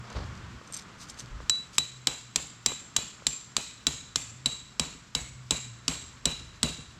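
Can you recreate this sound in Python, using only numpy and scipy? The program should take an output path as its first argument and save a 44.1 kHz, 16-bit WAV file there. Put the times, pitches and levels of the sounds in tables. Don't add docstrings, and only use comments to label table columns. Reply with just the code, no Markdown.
import sys
import numpy as np
from scipy import signal
from scipy.fft import rfft, irfft, next_fast_len
from scipy.io import wavfile
from scipy.ndimage import uniform_filter1d, map_coordinates

SR = 44100
rng = np.random.default_rng(int(sys.argv[2]) if len(sys.argv) > 2 else 0)


def wrap_up_sound(samples):
    columns = np.atleast_2d(samples).T
    tamed = np.clip(columns, -1, 1)
    steps = np.round(tamed * 32767).astype(np.int16)
    wavfile.write(sys.argv[1], SR, steps)


N = 308423

# time in seconds, hum level in dB, wind level in dB.
AIR_LEVELS = [(0, -46.5, -49), (.31, -45.5, -47.5), (.54, -46, -50.5), (.78, -86, -50),
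              (1.19, -49.5, -50.5), (1.44, -50.5, -51), (1.56, -67, -51.5), (1.83, -54.5, -56.5),
              (2.3, -54.5, -56), (3.1, -65, -53.5), (3.35, -62, -56), (4.46, -50, -56), (4.8, -65.5, -56),
              (5.37, -50.5, -57), (5.68, -51, -56.5), (5.96, -56, -54.5), (6.99, -57.5, -54)]


def amp(db):
    return 10 ** (np.asarray(db) / 20)


def unit(x):
    return x / np.sqrt(np.mean(x ** 2) + 1e-20)


def along(points, hz):
    f, v = np.transpose(points)
    return np.interp(np.log(hz + 1), np.log(f + 1), v)


def curves(rows):
    times_s, *cols = np.transpose(rows)
    return [np.interp(np.arange(N) / SR, times_s, c) for c in cols]


def wobble(knots_per_s):
    knots = rng.standard_normal(int(N * knots_per_s / SR) + 4)
    return map_coordinates(knots, [np.arange(N) * knots_per_s / SR])


def noise(spectrum, size):
    m = next_fast_len(size)
    gain = amp(along(spectrum, np.fft.rfftfreq(m, 1 / SR)))
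    return unit(irfft(rfft(rng.standard_normal(m)) * gain, m)[:size])


def ring(t, hz, t60_s, attack_s):
    envelope = amp(-60 * t / t60_s) * (1 - np.exp(-t / attack_s))
    return envelope * np.sin(2 * np.pi * (hz * t + rng.random()))


def add(track, start_s, x):
    track[round(start_s * SR):][:len(x)] += x


def buffeting():
    # time in seconds, rumble level in dB, deep level in dB.
    gusts = [(0, -41.5, -90), (.056, -74, -81), (.114, -74, -71), (.17, -33, -60), (.21, -37, -55),
             (.386, -46, -62), (.572, -49, -62), (.62, -67, -78), (1.27, -55.5, -70), (1.31, -58, -37.5),
             (1.37, -45, -39), (1.48, -58, -51), (1.55, -66, -70), (3.0, -69, -77), (4.3, -56.5, -79),
             (5.1, -70, -65), (5.22, -49.5, -56), (5.7, -62, -90), (6.4, -54, -52), (6.99, -55, -67)]
    # frequency in Hz, level in dB.
    rumble_spectrum = [(35, -42), (58, 5.5), (90, 2.5), (140, -6.5), (300, -23), (2000, -120)]
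    deep_spectrum = [(15, -39), (30, -8), (45, 13), (60, -1), (100, -59), (1000, -120)]
    rumble_db, deep_db = curves(gusts)
    rumble = unit(amp(0.57 * wobble(40)) * noise(rumble_spectrum, N))
    return amp(rumble_db) * rumble + amp(deep_db) * noise(deep_spectrum, N)


def far_hum():
    hum_db, _ = curves(AIR_LEVELS)
    waver_db = 2.2 * wobble(14) + 3.7 * wobble(8)
    pitch_hz = 122.3 + 4 * wobble(11)
    return amp(hum_db + waver_db) * np.sin(2 * np.pi * np.cumsum(pitch_hz) / SR)


def wind():
    # frequency in Hz, level in dB.
    crown_spectrum = [(40, -3), (130, 8), (210, 9), (290, 1.5), (520, -4.5), (800, -5.5), (1120, 1.5),
                      (1350, 1.5), (1950, -4.5), (3500, -11), (8000, -27), (16400, -92)]
    leaf_spectrum = [(800, -31), (2000, -5.5), (4000, -4.5), (6500, -6.5), (7600, -5), (8600, -20.5),
                     (13000, -28.5), (14300, -36), (15200, -70)]
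    _, wind_db = curves(AIR_LEVELS)
    crowns = amp(wind_db + 0.78 * wobble(19)) * noise(crown_spectrum, N)
    leaves_db = -60 + 0.2 * (wind_db - wind_db.mean())
    flutter_db = 1.1 * wobble(40) - 0.3 * wobble(3.57)
    return crowns + amp(leaves_db + flutter_db) * noise(leaf_spectrum, N)


def shoe_scuff():
    # time in seconds, level in dB.
    drag = [(0.04, -50.5), (0.142, -51), (0.158, -41), (0.232, -48), (0.24, -42), (0.252, -58), (0.29, -54)]
    # frequency in Hz, level in dB.
    grit_spectrum = [(200, -23), (450, -6), (700, -7.5), (1200, -6.5), (2500, -20), (4600, -16.5),
                     (6000, -24), (16400, -67)]
    level_db, = curves([(drag[0][0] - .008, -100), *drag, (drag[-1][0] + 0.0097, -100)])
    return amp(level_db) * unit(amp(2.8 * wobble(151)) * noise(grit_spectrum, N))


def knock(hz):
    t = np.arange(SR // 20) / SR
    return ring(t, hz, .008, .0007) + .7 * ring(t, hz * .45, .013, .0007)


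def knocks():
    # start in seconds, level in dB, pitch in Hz.
    contacts = [(0.064, -35, 1210), (0.15, -28, 627), (0.203, -25, 955), (0.235, -28, 670),
                (0.614, -32, 1120), (0.701, -35, 1150), (1.403, -26.5, 1120), (2.719, -21, 1090),
                (2.986, -20.5, 502), (3.222, -33.5, 1200), (3.581, -24.5, 647), (6.275, -24.5, 1110),
                (6.654, -17.5, 570)]
    out = np.zeros(N + SR)
    for start_s, db, hz in contacts:
        add(out, start_s, amp(db) * knock(hz))
    return out[:N]


def peg_bag():
    # start in seconds, level in dB, struck pitch in Hz.
    ticks = [(0.1018, -36, 5600), (0.127, -30.5, 4520), (0.352, -38, 4830), (0.3755, -37.5, 4970),
             (0.675, -38.5, 6200), (0.724, -28.5, 8500), (0.735, -26, 6200), (0.741, -25.5, 8450),
             (0.7452, -23, 6390), (0.754, -31, 6330), (0.766, -24, 6080), (0.7724, -26, 8460),
             (0.822, -38, 6340), (0.9852, -42, 4940), (1.0873, -37, 6200), (1.1017, -31.5, 7340),
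             (1.1428, -36, 4790), (1.196, -25.5, 6200), (1.259, -33.5, 4500), (6.559, -50, 6200)]
    # start in seconds, hold in seconds, level in dB.
    rustles = [(.672, .008, -59), (.745, 0.051, -45.5), (1.01, .025, -46.5), (1.098, 0.0045, -48),
               (1.196, 0.0078, -43.5), (1.74, 0.077, -51)]
    # frequency in Hz, level in dB.
    peg_modes = [(4800, -8.5), (6200, -4.5), (7420, -3.5), (8480, -4.5), (11400, -11), (14300, -25)]
    bag_spectrum = [(1500, -7.5), (2600, -4), (4600, 2.5), (6200, 2.5), (8500, -4), (9600, -12.5),
                    (13800, -24), (14800, -36), (16400, -80)]
    out, t, now_s = np.zeros(N + SR), np.arange(SR // 10) / SR, np.arange(N) / SR
    for start_s, db, struck_hz in ticks:
        modes = sum(amp(mode_db - 24 * abs(np.log2(hz / struck_hz)) + rng.normal(0, 2.1))
                    * ring(t, hz, t60_s=0.018, attack_s=0.00029) for hz, mode_db in peg_modes)
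        snap = (1 - np.exp(-(t / 0.00091) ** 2)) * amp(-60 * t / 0.0057) * noise(bag_spectrum, len(t))
        add(out, start_s, amp(db) * (modes + .8 * snap))
    grains = unit(amp(3.5 * wobble(500)) * noise(bag_spectrum, N))
    rise_db_per_s, fall_db_per_s = 679, 512
    hands = sum(amp(db - rise_db_per_s * np.maximum(start_s - now_s, 0)
                    - fall_db_per_s * np.maximum(now_s - start_s - hold_s, 0))
                for start_s, hold_s, db in rustles)
    return out[:N] + hands * grains


def steel_crack(t):
    # frequency in Hz, level in dB.
    spectrum = [(250, -19), (570, -26.5), (1070, -13.5), (2000, -15.5), (3400, -4), (5100, -5),
                (6500, -5.5), (7900, -4.5), (8700, -16.5), (10500, -20.5), (14700, -37), (15600, -54),
                (16400, -75)]
    snap = (1 - np.exp(-(t / .001) ** 3)) * amp(-60 * t / .008)
    rattle = (1 - np.exp(-t / 0.00077)) * amp(-17 - 60 * t / 0.032)
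    return (snap + rattle) * noise(spectrum, len(t)), snap * noise(spectrum, len(t))


def peg_ring(t, hz):
    return ring(t, hz * .98, .022, .0011) + amp(rng.normal(-1, 2)) * ring(t, hz * 1.022, .022, .0011)


def head_ring(t, hz, t60_s):
    # frequency ratio, level in dB.
    modes = [(1.002, 1), (1.548, -27), (2.37, -34.5), (2.55, -42)]
    grip = amp(-230 * np.clip(t - .105, 0, .1))
    return grip * sum(amp(db) * ring(t, ratio * hz, t60_s, 0.00011) for ratio, db in modes)


def soil_jolt(out, start_s, t, grit_db):
    # frequency in Hz, level in dB.
    spectrum = [(150, -32), (300, 1), (600, -1.5), (1050, 2), (1800, -4.5), (3000, 1), (16400, -100)]
    # delay in seconds, level over the grit in dB.
    slaps = [(.021, -18), (.041, 9), (.15, -20)]
    lumps_db = 2.5 * np.interp(t * 120, np.arange(64), rng.standard_normal(64))
    grit = amp(grit_db - 60 * t / 0.36 + lumps_db) * noise(spectrum, len(t))
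    jolt = amp(grit_db + 15.5) * knock(1050 * amp(rng.normal(0, 1.0)))
    for part in (grit, jolt):
        add(out, start_s - .0002, part)
    for delay_s, db in slaps:
        slap = knock(1100 * amp(rng.normal(0, 1.5)))
        add(out, start_s + delay_s, amp(grit_db + db + rng.normal(0, 0.83)) * slap)


def ground_thud(out, start_s, t, thud_db):
    # frequency in Hz, level in dB, t60 in seconds, lag in seconds.
    modes = [(60.6, -5, 0.15, 0.0125), (149.2, 0, 0.13, 0.00885), (249.4, 3, 0.063, 0.0026),
             (462, -10, 0.09, 0.00403)]
    # delay in seconds, level in dB.
    arrivals = [(0.0, 0), (.062, -12), (.15, -17)]
    for hz, mode_db, t60_s, lag_s in modes:
        for delay_s, arrival_db in arrivals:
            wave = ring(t, hz * amp(rng.normal(0, 0.67)), t60_s, 0.003)
            level_db = thud_db + mode_db + arrival_db + rng.normal(0, 1.9)
            add(out, start_s + lag_s + delay_s, amp(level_db) * wave)


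def far_click(size):
    # frequency in Hz, level in dB.
    spectrum = [(500, -79), (1000, -22), (2000, -8.5), (2700, -4.5), (4000, 0), (5500, -6.5), (7000, 1.5),
                (7900, -2), (8500, -13), (13400, -22), (14900, -34), (16400, -60)]
    hz = np.fft.rfftfreq(256, 1 / SR)
    click = np.fft.fftshift(irfft(amp(along(spectrum, hz) + rng.normal(0, 2.1, len(hz)))))
    return np.pad(click, (0, size - len(click)))


def tree_scatter():
    # frequency in Hz, t60 in seconds.
    decay = [(300, 0.17), (1000, 0.91), (2800, 0.68), (7500, 0.65), (12000, 0.39)]
    # delay in seconds, spread in seconds, boost in dB.
    strong_returns = [(0.06, 0.0075, 3), (0.14, 0.004, 4), (0.11, 0.0083, 1.5)]
    hz, t, bins = signal.stft(rng.standard_normal(SR * 2 // 3), SR, nperseg=128)
    swell_db = sum(db * np.exp(-.5 * ((t - delay_s) / spread_s) ** 2)
                   for delay_s, spread_s, db in strong_returns)
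    clumps_db = 0.57 * unit(uniform_filter1d(rng.standard_normal(len(t)), size=5))
    decay_db = -60 * t / along(decay, hz)[:, None]
    rise = 1 - np.exp(-t / 0.0027)
    tail = signal.istft(bins * rise * amp(swell_db + clumps_db + decay_db), SR, nperseg=128)[1]
    return tail / np.std(tail[SR * 3 // 100:SR * 12 // 100])


def hammer():
    # start in seconds; thud, soil, crack and peg levels in dB; peg pitch in Hz;
    # head level in dB; head t60 in seconds; echo levels of crack, peg and head in dB.
    blows = [(1.496, -46, -59, -6.5, -11.5, 7590, -22, 0.49, -54, -56, -62),
             (1.782, -39.5, -47, -2.5, -10, 7540, -25, 0.27, -48.5, -50, -49),
             (2.071, -35, -38.5, -3, -22.5, 7560, -34.5, 0.29, -46.5, -47, -55),
             (2.359, -34, -42.5, -3.5, -25, 7480, -63, 0.12, -47, -46.5, -70),
             (2.661, -36.5, -38.5, -3.5, -13, 7524, -34, 0.57, -45, -44.5, -52.5),
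             (2.964, -38.5, -42, -3, -13, 7460, -31.5, 0.24, -44.5, -44.5, -57),
             (3.267, -37.5, -48, -4, -11, 7510, -53, 0.08, -45.5, -44, -71),
             (3.566, -39.5, -41.5, -5, -17, 7500, -52, 0.092, -44, -47, -54.5),
             (3.868, -32, -40, -5.5, -12.5, 7395, -18.5, 0.062, -44, -46.5, -47.5),
             (4.158, -37, -44.5, -5.5, -17.5, 7470, -53, 0.092, -46.5, -45.5, -60.5),
             (4.459, -33, -43, -8, -18.5, 7590, -15.5, 0.04, -48.5, -48.5, -45),
             (4.796, -29.5, -38.5, -5, -19, 7720, -34.5, 0.27, -47, -53, -59),
             (5.15, -31, -40, -7, -23, 7750, -28, 0.12, -47.5, -52.5, -55),
             (5.508, -29, -37, -5.5, -13.5, 7620, -14.5, 0.018, -43, -45.5, -50),
             (5.88, -29.5, -38, -5, -20, 7630, -59, 0.11, -44, -47, -54.5),
             (6.255, -26, -38.5, -7, -13.5, 7620, -18, 0.04, -45, -53, -43),
             (6.63, -22.5, -36, -5, -19, 7990, -26.5, 0.053, -43, -57, -46)]
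    out, t = np.zeros(N + 2 * SR), np.arange(SR // 2) / SR
    t_short = t[:SR // 10]
    for (start_s, thud_db, soil_db, crack_db, peg_db, peg_hz, head_db, head_t60_s,
         echo_crack_db, echo_peg_db, echo_head_db) in blows:
        head_hz = rng.normal(3928, 5.8)
        crack, bounce = steel_crack(t_short)
        peg = peg_ring(t_short, peg_hz)
        head = head_ring(t, head_hz, head_t60_s)
        head_tail = amp(echo_head_db + 7) * ring(t, head_hz, t60_s=0.6, attack_s=.006)
        shank_bend = ring(t_short, 2540 * amp(rng.normal(0, 0.84)), 0.0048, 0.0011)
        sends = [(far_click(len(t_short)), echo_crack_db),
                 (peg + 0.74 * ring(t_short, peg_hz, 0.039, 0.0014), echo_peg_db),
                 (ring(t_short, head_hz, 0.035, 0.00058), echo_head_db),
                 (shank_bend, -62.5 + 1.95 * (start_s - blows[0][0])),
                 (ring(t_short, 230, 0.0095, 0.0014), thud_db - 23)]
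        to_trees = sum(amp(db) * x / np.linalg.norm(x) for x, db in sends)
        echo = signal.fftconvolve(to_trees, tree_scatter())
        for part in (amp(crack_db) * crack, amp(peg_db) * peg, amp(head_db) * head, head_tail, echo):
            add(out, start_s - .0002, part)
        bounce_db = crack_db + rng.normal(-0.65, 0.5) - 2.6 * start_s
        add(out, start_s + 0.0016, amp(bounce_db) * bounce)
        soil_jolt(out, start_s, t, soil_db)
        ground_thud(out, start_s, t, thud_db)
    return out[:N]


def scene():
    return (hammer() + knocks() + shoe_scuff() + peg_bag() + buffeting() + far_hum() + wind())[None]


def record(dry):
    ceiling, top_hz = .56, 16500
    soft = dry / (1 + np.abs(dry / ceiling) ** 4) ** (1 / 4)
    m = next_fast_len(N + SR // 2)
    return irfft(rfft(soft, m) * (np.fft.rfftfreq(m, 1 / SR) < top_hz), m)[:, :N]


dry = scene()
out = record(dry)
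wrap_up_sound(out)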